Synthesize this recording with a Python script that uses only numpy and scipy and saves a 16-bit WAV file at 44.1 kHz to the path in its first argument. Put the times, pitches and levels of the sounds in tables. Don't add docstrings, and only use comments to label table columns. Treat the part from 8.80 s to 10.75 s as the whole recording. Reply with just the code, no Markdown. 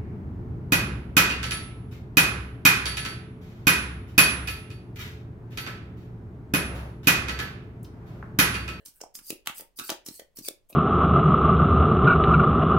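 import sys
import numpy as np
from scipy import signal
from scipy.fft import rfft, irfft
from scipy.io import wavfile
from scipy.ndimage import uniform_filter1d

SR = 44100
rng = np.random.default_rng(int(sys.argv[2]) if len(sys.argv) > 2 else 0)


def digitize_waveform(pressure):
    field = np.atleast_2d(pressure).T
    bounded = np.clip(field, -1, 1)
    quanta = np.round(bounded * 32767).astype(np.int16)
    wavfile.write(sys.argv[1], SR, quanta)


N = 85995


def amp(db):
    return 10 ** (np.asarray(db) / 20)


def lookup(points, hz):
    freqs, values = np.transpose(points)
    return np.interp(np.log(hz + 1), np.log(freqs), values)


def add(mix, start_s, sound):
    part = mix[:, max(round(start_s * SR), 0):][:, :sound.shape[1]]
    part += sound[:, :part.shape[1]]


def unit(x):
    return x / np.sqrt(np.sum(x ** 2, -1, keepdims=True) + 1e-20)


def butter(x, hz, kind):
    return signal.lfilter(*signal.butter(2, hz, kind, fs=SR), x)


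def colour(x, spectrum, size=2048):
    log_gain = np.log(amp(lookup(spectrum, abs(np.fft.fftfreq(size, 1 / SR)))))
    taps = np.fft.ifft(np.exp(np.conj(signal.hilbert(log_gain)))).real[:size // 2]
    return signal.fftconvolve(x, taps[None], axes=1)[:, :x.shape[1]]


# frequency in Hz, relative level in dB.
RUMBLE_SPECTRUM = [(20, -4), (45, -6.5), (80, -16), (200, -22.5), (600, -28), (2000, -39), (16000, -47)]

def room_rumble(rms_db=-69):
    mid, side = rng.standard_normal((2, N))
    noise = np.array([mid + .71 * side, mid - .6 * side])
    return amp(rms_db) * np.sqrt(N) * unit(colour(noise, RUMBLE_SPECTRUM, size=8192))


# frequency in Hz, time to fall 60 dB in seconds.
TAIL_T60 = [(150, 0.03), (450, 0.35), (900, 0.21), (2800, 0.2571), (7000, 0.18), (15000, 0.16)]
# frequency in Hz, gain in dB.
TAIL_SPECTRUM = [(100, 0), (250, -0.5), (480, -3), (900, -1.5), (2500, -4.5), (5000, -8), (9000, -6),
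                 (15000, -9)]

def room_tail(t, rise_s=.0066, narrow_below_hz=910, bass_width=.5):
    hz, frame_s, (mid, side) = signal.stft(rng.choice([-1., 1.], (2, len(t))), SR, nperseg=256)
    width = np.maximum(hz / np.hypot(hz, narrow_below_hz), bass_width)[:, None]
    noise = np.array([mid + width * side, mid - width * side]) / np.hypot(1, width)
    t60_s = lookup(TAIL_T60, hz)[:, None]
    decaying = noise * amp(-60 * frame_s / t60_s) / np.sqrt(t60_s)
    tail = signal.istft(decaying, SR, nperseg=256)[1][:, :len(t)]
    return colour(unit(tail * (1 - np.exp(-t / rise_s))), TAIL_SPECTRUM)


# frequency in Hz, gain in dB.
WALL_SPECTRUM = [(100, 3), (300, -2), (800, -4.5), (1500, -16.5), (3000, -15.5), (6000, -23),
                 (15000, -24.5)]

def wall_echo(t, delay_s=.0232, spread_s=.0022):
    scatter = rng.standard_normal((2, len(t))) * np.exp(-abs(t - delay_s) / spread_s)
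    echo = unit(butter(scatter, 910, "high"))
    echo[:, round(delay_s * SR)] += 1
    return colour(echo, WALL_SPECTRUM)


def friction(envelope, width, grain_s=.0012, grain_db=2.5, catches_per_s=260, catch_db=15):
    size = len(envelope)
    mid, side, grain = rng.standard_normal((3, N))[:, :size]
    side = butter(side, 1110, "high")
    grain_size = round(grain_s * SR)
    grain = uniform_filter1d(grain, grain_size) * np.sqrt(grain_size)
    catches = (rng.random(N) < catches_per_s / SR) * rng.random(N)
    catches = np.convolve(catches[:size], signal.windows.hann(12), "same")
    grip = amp(grain_db * grain) + amp(catch_db) * catches
    return envelope * grip * np.array([mid + width * side, mid - width * side])


def air_gap(envelope, lowest_hz, step_hz=1226, step_db=-6):
    drive = friction(envelope, width=.85)
    ring = 0
    for k in range(4):
        centre_hz = lowest_hz + k * step_hz
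        half_band_hz = (120 + .07 * centre_hz) / 2
        ring += amp(k * step_db) * butter(drive, [centre_hz - half_band_hz, centre_hz + half_band_hz], "band")
    return unit(ring)


def moving_contact(hiss, depth_db=4, patch_hz=700, patch_s=.06, size=512):
    bins = signal.stft(hiss, nperseg=size)[2]
    patches = rng.standard_normal((bins.shape[1], 64))
    patches = uniform_filter1d(patches, round(patch_hz * size / SR), axis=0)
    patches = uniform_filter1d(patches, round(patch_s * SR / size), axis=1)
    gain = amp(depth_db * patches[:, :bins.shape[2]] / patches.std())
    return signal.istft(bins * gain, nperseg=size)[1][:, :hiss.shape[1]]


# frequency in Hz, relative level in dB.
HISS_SPECTRUM = [(100, -16), (400, -17), (1000, -25), (2500, -18), (4000, -18), (6500, -9.5), (8500, 1),
                 (11500, 0), (15000, -1)]
# start, fastest point and stop in seconds, hiss in dB, swell in dB,
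# gap ring in Hz, ring in dB.
PACKET_SLIDES = [ (0.000, -0.004, 0.054, -71, 14, 500, -63.5), (0.05, 0.046, 0.100, -47, 11, 5400, -70),
                 (0.113, 0.171, 0.205, -57.5, 13.5, 1500, -77),
                 (0.34, 0.359, 0.402, -40, 17.5, 5160, -48.5), (0.420, 0.5, 0.512, -38, 23.5, 4870, -44.5),
                 (0.742, 0.783, 0.826, -36.5, 17, 4900, -52), (0.958, 0.977, 0.992, -42.5, 19.5, 4960, -54),
                 (0.999, 1.018, 1.090, -50.5, 11.5, 1490, -51),
                 (1.036, 1.054, 1.095, -44, -1.5, 4600, -51.5),
                 (1.247, 1.268, 1.305, -50.5, 12.5, 5600, -55.5),
                 (1.309, 1.355, 1.400, -45.5, 8.5, 4430, -56.5),
                 (1.553, 1.571, 1.612, -43.5, 16, 4430, -58),
                 (1.620, 1.669, 1.686, -38.5, 13.5, 4750, -42.5),
                 (1.640, 1.682, 1.690, -40.5, 24, 2400, -49), (1.884, 1.897, 1.950, -46, 31, 2600, -74.5), ]

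def slide(start_s, fastest_s, stop_s, hiss_db, swell_db, ring_hz, ring_db, fade_s=.0026):
    t = np.arange(start_s, stop_s + 10 * fade_s, 1 / SR)
    touch = np.minimum((t - start_s) / fade_s, 1) * np.exp(-np.maximum(t - stop_s, 0) / fade_s)
    speed = touch * amp(np.interp(t, [start_s, fastest_s, stop_s], [-swell_db, 0, -swell_db]))
    hiss = unit(moving_contact(colour(friction(speed, width=.6), HISS_SPECTRUM)))
    ring = air_gap(speed, ring_hz)
    return start_s, (amp(hiss_db) * hiss + amp(ring_db) * ring) * np.linalg.norm(speed)


def palm_thud(t, hz, rise_s=.0005, decay_s=.0018, sag=.12):
    age_s = np.maximum(t, 0)
    decay = np.exp(-age_s / decay_s)
    cycles = np.cumsum((t > 0) * hz * (1 + sag * (2 * decay - 1))) / SR
    thud = (1 - np.exp(-age_s / rise_s)) * decay * np.cos(2 * np.pi * cycles)
    return unit(butter(thud, [.35 * hz, 1.7 * hz], "band"))


# frequency in Hz, relative level in dB.
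CLAP_SPECTRUM = [(100, -24), (300, -20), (540, -15), (850, 2), (2000, 0), (3200, 1), (4500, -9.5),
                 (7500, -11), (16000, -16)]
TICK_SPECTRUM = [(200, -29), (1500, -16.5), (3500, -9.5), (5000, -2.5), (7500, -2), (10000, -1.5),
                 (13000, -1.5), (16000, -1.5)]
# start in seconds, decay in seconds, thud in Hz, thud in dB, clap in dB,
# gap ring in Hz, ring in dB, edge tick in dB, left over right in dB, room send in dB.
PACKET_SLAPS = [ (0.059, .003, 240, -44, -39.5, 5400, -27, -16, -3.5, 5),
                (0.205, 0.0083, 870, -36, -39, 1590, -31.5, -40, 3, -3),
                (0.2136, 0.0018, 520, -19.5, -27, 5490, -14, -20.5, -2, -0.5),
                (0.2372, .0015, 780, -17, -43, 5600, -44, -29, 0, -5),
                (0.3517, 0.0032, 300, -39, -30, 5030, -20.5, -13, -1.5, -0.5),
                (0.389, 0.0052, 260, -36.5, -32.5, 1450, -33, -22.5, -6, -2.5),
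                (0.5034, 0.0028, 380, -12, -25, 2630, -13, -3, -0.5, -1),
                (0.6602, 0.00084, 295, -45, -27, 3220, -28.5, -23, -2, -4),
                (0.673, 0.0013, 260, -24, -2, 2900, -14, -5.5, 0, 0),
                (0.797, 0.0083, 520, -26, -27, 900, -29, -31, -0.5, 1.5),
                (0.809, .0012, 306, -34.5, -37, 1960, -38, -16, -1.5, -6),
                (0.988, 0.0067, 317, -24.5, -22.5, 3790, -13, -9, -3.5, 2.5),
                (0.996, 0.0028, 325, -26.5, -21.5, 1366, -11, -10.5, 0, -0.5),
                (1.094, 0.0031, 380, -13, -6, 3950, -12, -17, 0.5, 1),
                (1.1011, 0.0034, 680, -12, -9.5, 4870, -9, -3.5, 1, 1),
                (1.262, 0.0062, 338, -32, -32.5, 5470, -21.5, -13, -1.5, 7.5),
                (1.285, .003, 270, -20, -36, 4170, -17.5, -15, -1.5, -4),
                (1.395, 0.007, 540, -20, -31.5, 1970, -22.5, -18, 0.5, -2.5),
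                (1.57, 0.0045, 298, -39.5, -36, 5650, -23, -21, -2, 6),
                (1.586, 0.0083, 270, -20, -36, 4360, -28, -13.5, 1, -4),
                (1.648, 0.0013, 403, -44, -42, 2520, -25.5, -21, 1.5, -3),
                (1.6815, .003, 420, -23, -32, 2300, -21, -13, -1, -5),
                (1.6851, 0.0013, 490, -13, -22, 3660, -12.5, -2, -0.5, -7),
                (1.900, 0.0072, 600, -30, -48, 1190, -39.5, -33, 4.5, 3),
                (1.927, .005, 265, -28.5, -42, 2670, -26, -38, 0.5, 0), ]

def slap(start_s, decay_s, thud_hz, thud_db, clap_db, ring_hz, ring_db, tick_db, pan_db):
    lead_s, rise_s, brush_s = .015, .00026, .0043
    t = np.arange(3000) / SR - lead_s
    age_s = np.maximum(t, 0)
    brush = amp(-19) * np.exp(-abs(t) / brush_s)
    blow = (1 - np.exp(-age_s / rise_s)) * np.exp(-age_s / decay_s) + brush
    faces = unit(friction(blow, width=.55))
    faces[:, round((lead_s + rise_s) * SR)] += 1
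    thud = amp(thud_db) * palm_thud(t, thud_hz)
    clap = amp(clap_db) * unit(colour(faces, CLAP_SPECTRUM))
    ring = amp(ring_db) * air_gap(blow, ring_hz)
    tick = amp(tick_db) * unit(colour(friction(blow, width=.74), TICK_SPECTRUM))
    return start_s - lead_s, (thud + clap + ring + tick) * amp([[pan_db / 2], [-pan_db / 2]])


# frequency in Hz, left lead in radians.
LEFT_PHASE = [(950, -0.24), (2150, -0.94), (3400, -1.27), (5400, -0.65), (7000, -0.24), (16000, 0.27)]

def scene():
    direct, send = np.zeros((2, 2, N))
    for *row, send_db in PACKET_SLAPS:
        start_s, sound = slap(*row)
        add(direct, start_s, sound)
        add(send, start_s, amp(send_db) * sound)
    for row in PACKET_SLIDES:
        start_s, sound = slide(*row)
        add(direct, start_s, sound)
        add(send, start_s, sound)
    lead_rad = lookup(LEFT_PHASE, np.fft.rfftfreq(N, 1 / SR))
    direct[0] = irfft(rfft(direct[0]) * np.exp(1j * lead_rad), N)
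    t = np.arange(20000) / SR
    reflections = signal.fftconvolve(send, room_tail(t) + wall_echo(t), axes=1)[:, :N]
    return direct + reflections + room_rumble()


def record(dry):
    taps = signal.firwin(511, 15900, window=("kaiser", 9), fs=SR)
    return signal.oaconvolve(dry, taps[None], "same")


dry = scene()
out = record(dry)
digitize_waveform(out)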